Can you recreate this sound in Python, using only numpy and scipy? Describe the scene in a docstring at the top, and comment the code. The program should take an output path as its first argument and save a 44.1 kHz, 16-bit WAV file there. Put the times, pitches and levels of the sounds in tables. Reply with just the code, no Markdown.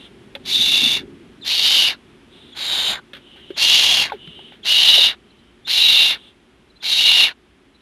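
"""Barn owl chicks in a nest box

Chicks beg at night, close to a small microphone. Seven rasping hisses, about a second apart, are
turbulent air filtered by throat and beak; faint wheezes and squeaks come between them. Feet and
beaks knock on the wooden boards, and a parent's take-off rumbles briefly through the box."""
import sys
import numpy as np
from scipy import signal
from scipy.fft import rfft, irfft
from scipy.io import wavfile
from scipy.ndimage import uniform_filter1d

SR = 44100
rng = np.random.default_rng(int(sys.argv[2]) if len(sys.argv) > 2 else 0)


def wav_out(sig):
    """Save sig, one row per channel (or a flat mono array), as 16-bit PCM at SR to the path in sys.argv[1]."""
    wavfile.write(sys.argv[1], SR, np.round(np.clip(np.atleast_2d(sig).T, -1, 1) * 32767).astype(np.int16))


N = 344421
TIME, HZ = np.arange(N) / SR, np.fft.rfftfreq(N, 1 / SR)
LEAD_S, TRAIL_S = 0.013, 0.0222  # air flows this long before and after each hiss


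def hisses(flutter_hz=600, flutter_db=4.5, shudder_hz=90, shudder_db=1.46, low_width_hz=270,
           high_width_hz=460, whistle_width_hz=750, slack=0.58, beak_sag=0.015, beak_growth=0.5):
    """Source and filter: turbulent air, modulated by the fluttering syrinx, passes throat and beak."""
    # Each row: start and length in seconds; effort, swell, treble and bass in dB; gaping time in
    # seconds; then for the lower throat resonance its centre and droop in Hz, height in dB and
    # build-up in seconds; then the same for the upper one, with a steady sag in place of the droop.
    calls = [(.454, 0.57, -53, 0, 3.3, -1.5, 0.058, 2780, 8.5, 15.4, 0.3, 3630, 146.7, 17.1, 0.089),
             (1.45, 0.5, -46.5, 1, 0, -3.5, .26, 3005, 261, 16.7, .28, 3620, 50, 7.8, 0.12),
             (2.553, 0.44, -56.5, 4, 0.5, 7, 0.14, 3070, 60, 14.4, 0.31, 3780, 70, 14.2, 0.16),
             (3.57, 0.53, -43, -5, -2, -4.5, 0.059, 2913, 106, 15.2, 0.083, 3440, 100, 15, 0.16),
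             (4.65, 0.49, -45.5, -3.5, -2.5, -2.5, 0.039, 2946, 114, 17.3, 0.049, 3775, 131, 13.5, .33),
             (5.673, 0.5, -47.5, -2.5, -2.3, -3, 0.043, 2810, -1, 14, 0.14, 3720, 300, 11.9, 0.18),
             (6.826, .492, -47.5, 4.5, -1, -3, 0.071, 2870, 51.5, 17.7, 0.26, 3740, 170, 10.3, 0.14)]
    # Resonances and notches of the beak, one list a hiss. Each entry: centre and width in Hz, gain in dB.
    beaks = [
        [(2270, 210, 5.5), (3194, 120, -7), (4570, 220, 2.5), (6140, 360, 3), (9700, 420, 8), (12560, 320, 6.5)],
        [(2550, 120, 0), (3476, 97, -13), (4730, 500, 2.5), (10030, 640, 5), (11700, 600, 4)],
        [(1530, 83, 4.5), (5670, 550, -9.5), (7220, 840, 10.5), (7850, 260, -11), (9100, 1700, 8.5),
         (12450, 600, 7)],
        [(935, 340, 3), (2967, 140, -11.5), (3516, 380, -14), (4460, 250, 0), (6700, 500, 4), (9500, 680, 4.5)],
        [(2530, 120, -3.5), (3500, 100, -3), (4840, 330, 2.5), (9700, 1600, 6), (12100, 560, 5.5)],
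        [(2280, 220, 4.5), (3330, 70, -8), (4020, 350, 4), (9860, 450, 12), (12230, 610, 9)],
        [(2324, 290, 4.5), (3500, 170, -3), (4280, 140, 4), (9950, 710, 7.5), (11800, 660, 3)],
    ]
    flutter = np.tanh(noise(bell(HZ, 0, 2 * flutter_hz)))  # the membranes swing only so far
    shudder = np.tanh(noise(bell(HZ, 0, 2 * shudder_hz)))
    rasp = gain_of(flutter_db * flutter + shudder_db * shudder)
    air = unit_rms(rng.standard_normal(N) * rasp) * np.sqrt(SR / 2)  # unit power per Hz
    frames = dict(fs=SR, nperseg=512, noverlap=384)
    out = np.zeros(N)
    for call, beak in zip(calls, beaks):
        start, length, effort_db, swell_db, treble_db, bass_db, gape_s, *resonances = call
        low_hz, droop_hz, low_db, low_build_s, high_hz, sag_hz, high_db, high_build_s = resonances
        span = (TIME > start - LEAD_S) & (TIME < start + length + TRAIL_S)
        push = gain_of(effort_db + breath(TIME[span] - start, length, swell_db))
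        hz, t, spectra = signal.stft(air[span] * push, **frames)
        age = t[:, None] - LEAD_S
        _, progress, closing = stages(age, length)
        # The resonances build as the throat tightens, and slacken at the end.
        centres = low_hz - droop_hz * (2 * progress) ** 2, high_hz - sag_hz * progress
        throat_db = low_db * ramp(age, low_build_s) * bell(hz, centres[0], low_width_hz)
        throat_db += high_db * ramp(age, high_build_s) * bell(hz, centres[1], high_width_hz)
        beak_db = sum(db * bell(hz, centre * (1 - beak_sag * progress), width)
                      for centre, width, db in beak)
        colour_db = mouth(hz, age, length, treble_db, bass_db, gape_s)
        colour_db += throat_db * (1 - slack * closing) + beak_db * (1 + beak_growth * progress)
        # The two throat bands half whistle; the rest stays rough.
        bands = [np.exp(-(2 * (hz - centre) / whistle_width_hz) ** 2) for centre in centres]
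        low, high, rest = (signal.istft(spectra * (gain_of(colour_db) * band).T, **frames)[1]
                           for band in bands + [1 - sum(bands)])
        add(out, start - LEAD_S, half_whistle(low) + half_whistle(high) + rest)
    return out


def stages(age, length, attack_s=0.012, release_s=0.092):
    """The phases of a hiss's envelope: onset (1 to 0), progress (-0.5 to 0.5), beak closing (0 to 1)."""
    onset = np.exp(-np.maximum(age, 0) / attack_s)
    return onset, ramp(age, length) - 0.5, ramp(age - length + release_s, release_s)


def breath(age, length, swell_db, attack_db=15, arch_db=3, release_db=26, cut_db=23.5):
    """Airflow sets the level in dB: a quick attack, an arched hold that swells or tires, a release."""
    onset, progress, closing = stages(age, length)
    hold_db = swell_db * progress - arch_db * (2 * progress) ** 2
    cut = ramp(-age, LEAD_S) + ramp(age - length, TRAIL_S)
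    return hold_db - attack_db * onset - release_db * closing ** 2 - cut_db * cut


def mouth(hz, age, length, treble_db, bass_db, gape_s, shut_hz=1460, open_hz=2700,
          opening_s=0.085, shutting_s=0.081, bite_hz=4260, bite_rise_hz_per_s=1900):
    """The air's spectrum in dB behind a variable aperture: opening the beak raises its resonance."""
    # Spectrum of air rushing through the syrinx. Each row: frequency in Hz, level in dB.
    rush = [(40.0, -23), (400.0, -23), (800.0, -16), (1250.0, -20.5), (1800.0, -15.5), (2500.0, -11.5),
            (3400.0, -5.5), (4300.0, -6), (5200.0, -14.5), (6500.0, -17), (8000.0, -26.5), (11000.0, -25),
            (13200.0, -28), (14300.0, -37.5)]
    onset, progress, closing = stages(age, length)
    # A half-open beak dulls the treble; the bass comes first, builds and outlasts it.
    highs_db = treble_db - 3.5 * (1 - ramp(age, gape_s) ** 2) - 8 * closing ** 1.2
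    lows_db = bass_db + 11 * onset + 8 * progress + 12.5 * closing ** 1.8
    tilt = highs_db * np.clip((hz - 3800) / 3000, 0, 1) + lows_db * np.clip((2900 - hz) / 1400, 0, 1)
    # A bright bite at the start rises as it fades.
    bite_db = 5.5 * (1 - onset) * np.exp(-age / (1.3 * gape_s))
    bite = bite_db * bell(hz, bite_hz + bite_rise_hz_per_s * age, width=430)
    still_shut = 1 - ramp(age, opening_s)
    shutting = ramp(age - length + shutting_s, shutting_s)
    slide_hz = open_hz + (shut_hz - open_hz) * (still_shut + shutting)
    slide_db = 5.5 * np.sqrt(still_shut) + 11 * np.sqrt(shutting)
    return spectrum_db(rush, hz) + tilt + bite + slide_db * bell(hz, slide_hz, width=580)


def half_whistle(band, hold=0.42, smooth_s=0.05):
    """Feedback of a resonance on the air jet steadies its amplitude (hold: 0 hiss, 1 whistle)."""
    power = abs(signal.hilbert(band)) ** 2 + 1e-12
    mean_power = abs(uniform_filter1d(power, round(smooth_s * SR)))
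    held = band * (mean_power / power) ** (hold / 2)
    return held * np.std(band) / np.std(held)


def wheezes(taper=0.62):
    """Resonant filtering: soft airflow passes one resonance of a nearly closed beak."""
    # Each row: start and end in seconds, level in dB, centre and width of the resonance in Hz.
    breaths = [(-.08, 0.107, -46, 3000, 740), (2.27, 2.593, -51, 3280, 1100),
               (3.168, 3.633, -47.5, 3000, 140), (4.118, 4.607, -42.5, 2980, 145),
               (5.142, 5.598, -63, 3030, 120.4), (6.1, 6.347, -49.5, 3170, 770)]
    # Spectrum of the air ahead of the resonance. Each row: frequency in Hz, level in dB.
    airflow = [(300, 17), (1500, 4), (2500, 1.5), (2950, 6.5), (3800, 9.5), (4800, -8), (7500, -3.5),
               (9300, 9), (10500, -2.5), (13000, -6)]
    hz = np.fft.rfftfreq(SR, 1 / SR)
    out = np.zeros(N)
    for start, end, db, centre, width in breaths:
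        count = round((end - start) * SR)
        colour = gain_of(spectrum_db(airflow, hz)) * np.sqrt(bell(hz, centre, width))
        air = unit_rms(irfft(rfft(rng.standard_normal(SR)) * colour))
        add(out, start, gain_of(db) * air[:count] * signal.windows.tukey(count, taper))
    return out


def squeaks(octave_db=-24, waver_depth=0.03):
    """Frequency modulation: thin squeaks and a falling gulp glide and waver, each with a faint octave."""
    # Each row: start and length in seconds, level in dB, first and last frequency in Hz.
    glides = [(0.43, 0.018, -58, 3420, 2900), (1.406, 0.059, -38, 4230, 3000),
              (2.518, 0.031, -40.5, 3570, 3190), (3.533, 0.047, -41.5, 3730, 3060),
              (4.087, 0.033, -35, 1130, 1060), (4.117, 0.026, -29, 835, 760), (4.123, 0.044, -31, 488, 350),
              (4.626, 0.024, -35.5, 3600, 2860), (5.298, 0.023, -57.5, 4000, 3940),
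              (5.384, 0.023, -56.5, 3980, 3930), (5.646, 0.027, -37.5, 3590, 3560),
              (6.695, 0.025, -57.5, 4000, 4050), (6.752, 0.035, -54, 4140, 4040),
              (6.8, 0.029, -47, 3630, 3070), (7.739, 0.033, -56, 4000, 4020)]
    waver = 1 + waver_depth * noise(bell(HZ, 0, width=1200))
    out = np.zeros(N)
    for start, length, db, first_hz, last_hz in glides:
        count = round(length * SR)
        pitch_hz = np.linspace(first_hz, last_hz, count) * waver[round(start * SR):][:count]
        phase = 2 * np.pi * np.cumsum(pitch_hz) / SR
        tone = np.sin(phase) + gain_of(octave_db) * np.sin(2 * phase)
        add(out, start, gain_of(db) * np.sqrt(2) * np.hanning(count) * tone)
    return out


def knocks(thud_cycles=1.2, click_rise_s=0.00048, ring_db=-3):
    """Impact excitation: a soft foot thuds, a claw clicks, and both ring the boards' damped modes."""
    # Each row: start in seconds, thud level in dB, thud frequency in Hz, click level in dB,
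    # decay time of the click's scrape in seconds.
    impacts = [(.351, -36, 550, -31.5, 0.007), (0.362, -34, 840, -60, .004),
               (0.585, -38, 110, -78.5, 0.0045), (.595, -30, 232, -70, .004),
               (.665, -40, 180, -55.5, 0.0054), (0.831, -24, 260, -67, .004),
               (0.863, -24, 248, -64.5, .004), (1.031, -33.5, 340, -71, .004),
               (3.133, -51, 1410, -35.5, 0.0083), (3.148, -57, 1410, -45.5, 0.024),
               (3.167, -36, 1350, -43, 0.0065), (3.359, -47, 800, -53.5, 0.064),
               (3.504, -23, 364, -45, 0.0095), (3.902, -44, 107, -69.5, .004),
               (4.099, -21, 2230, -42, 0.013), (4.12, -16, 860, -43, 0.024), (4.121, -23, 1480, -55, .004),
               (4.274, -36, 166, -42, 0.0038), (4.391, -38, 820, -49, .005),
               (4.521, -42, 800, -53.5, 0.045), (4.978, -22, 690, -45, .004),
               (4.986, -29, 421, -49, 0.0036)]
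    # Modes of the boards. Each row: frequency in Hz, gain in dB, time to decay by 60 dB in seconds.
    modes = [(404, -2.5, 0.14), (553, 16, 0.092), (870, -5, 0.078), (1306, -6.5, 0.091), (1600, -27.5, .09),
             (2700, -8.5, .07), (3040, -31, .06)]
    # Spectrum of a claw's click. Each row: frequency in Hz, level in dB.
    claw = [(200, -15), (900, -20), (1500, -2.5), (2500, -5.5), (3500, -0.5), (4200, -12), (5000, -24),
            (7500, -36), (10000, -30.5), (14000, -34)]
    blows, t = np.zeros(N), np.arange(SR // 5) / SR
    grit = noise(gain_of(spectrum_db(claw, HZ)))
    for start, thud_db, thud_hz, click_db, scrape_s in impacts:
        age = t * thud_hz / thud_cycles  # 1 at the peak of the thud's envelope
        thud = gain_of(thud_db) * age * np.exp(1 - age) * np.sin(2 * np.pi * thud_hz * t)
        scrape = 2 * np.exp(-t / scrape_s) * (1 - np.exp(-t / click_rise_s))
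        click = gain_of(click_db) * grit[round(start * SR):][:len(t)] * scrape
        add(blows, start, thud + click)
    ring = np.zeros(len(t))
    for hz, db, t60 in modes:
        unit_gain = 2 * np.log(1000) / (t60 * SR)  # at resonance, whatever the damping
        ring += unit_gain * gain_of(db - 60 * t / t60) * np.cos(2 * np.pi * hz * t)
    return blows + gain_of(ring_db) * signal.oaconvolve(blows, ring)[:N]


def box_cavity(sound, width_hz=65):
    """Standing waves of the air in the box raise and lower narrow bands."""
    # Each row: frequency in Hz, gain in dB.
    standing_waves = [(2215, 3), (2570, 0), (2777, 3.5), (2938, 4.5), (3000, -13.5), (3075, 5), (3284, 3),
                      (3380, -4.5), (3516, 7.5), (3840, 7), (3950, -9), (4040, 5.5), (4643, 2.5), (5001, 2),
                      (5534, 4)]
    response_db = sum(db * bell(HZ, hz, width_hz) for hz, db in standing_waves)
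    return irfft(rfft(sound) * gain_of(response_db), N)


def rumble(level_db=-48, fade_db_per_s=1.22):
    """Outdoor noise drives the box's low resonances; it swells twice, most as the parent flies off."""
    # Each row: centre and width of a resonance in Hz, gain in dB.
    resonances = [(163.5, 250, -5.5), (229, 37, -0.5), (275, 20, 0.5), (364, 110, -1.5)]
    # Each row: time of a swell's peak and its half length in seconds, rise in dB.
    swells = [(.85, .42, 10.5), (4.297, .7, 4.5)]
    power = sum(gain_of(db) ** 2 * bell(HZ, hz, width) ** 2 for hz, width, db in resonances)
    swell_db = sum(db * np.exp(-((TIME - peak) / half) ** 2) for peak, half, db in swells)
    return gain_of(level_db - fade_db_per_s * TIME + swell_db) * noise(np.sqrt(power))


def night(hiss_db=-53.5, fade_db_per_s=0.77, drone_hz=57, drone_db=-63.5):
    """The noise floor: a steady narrow-band drone under a broadband hiss that slowly fades."""
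    # Spectrum of night air and microphone hiss. Each row: frequency in Hz, level in dB.
    floor = [(15, -25), (28, -3), (55, -10), (120, -18), (400, -10), (520, -10.5), (3300, -12.5),
             (4400, -22), (7000, -29.5), (11000, -30), (12500, -45)]
    drone = gain_of(drone_db) * noise(np.sqrt(bell(HZ, drone_hz, width=13)))
    hiss = gain_of(hiss_db - fade_db_per_s * TIME) * noise(gain_of(spectrum_db(floor, HZ)))
    return drone + hiss


def gain_of(db):
    """The amplitude ratio of a level in dB."""
    return 10 ** (np.asarray(db) / 20)


def unit_rms(sound):
    """Normalisation to a mean power of one."""
    return sound / np.sqrt(np.mean(sound ** 2) + 1e-20)


def spectrum_db(points, hz):
    """Linear interpolation of levels on a logarithmic frequency axis."""
    point_hz, db = np.transpose(points)
    return np.interp(np.log(hz + 1), np.log(point_hz + 1), db)


def bell(hz, centre, width):
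    """The power response of a resonance, with its half-power width in Hz."""
    return 1 / (1 + (2 * (hz - centre) / width) ** 2)


def ramp(t, length):
    """A linear rise from 0 to 1 over the given length, then a hold."""
    return np.clip(t / max(length, 1e-3), 0, 1)


def noise(gain):
    """White noise filtered by a gain at each frequency, then brought to unit power."""
    return unit_rms(irfft(rfft(rng.standard_normal(N)) * gain, N))


def add(mix, start_s, sound):
    """Superposition: a sound joins the mix at its start time."""
    at = round(start_s * SR)
    sound = sound[max(-at, 0):]
    part = mix[max(at, 0):][:len(sound)]
    part += sound[:len(part)]


def scene():
    """All sources sum at one microphone, the same in both channels."""
    nest = box_cavity(hisses() + wheezes() + squeaks()) + knocks() + rumble() + night()
    return np.array([nest, nest])


def record(dry, low_cut_hz=38, high_cut_hz=14400, knee=0.62, headroom=0.26):
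    """Band limiting and soft saturation: the small microphone loses both extremes and rounds peaks."""
    thin = signal.sosfilt(signal.butter(2, low_cut_hz, "high", fs=SR, output="sos"), dry)
    excess = np.maximum(abs(thin) - knee, 0)
    rounded = thin - np.sign(thin) * (excess - headroom * np.tanh(excess / headroom))
    low_pass = signal.firwin(511, high_cut_hz, window=("kaiser", 9), fs=SR)
    return signal.oaconvolve(rounded, low_pass[None], "same")


dry = scene()
out = record(dry)
wav_out(out)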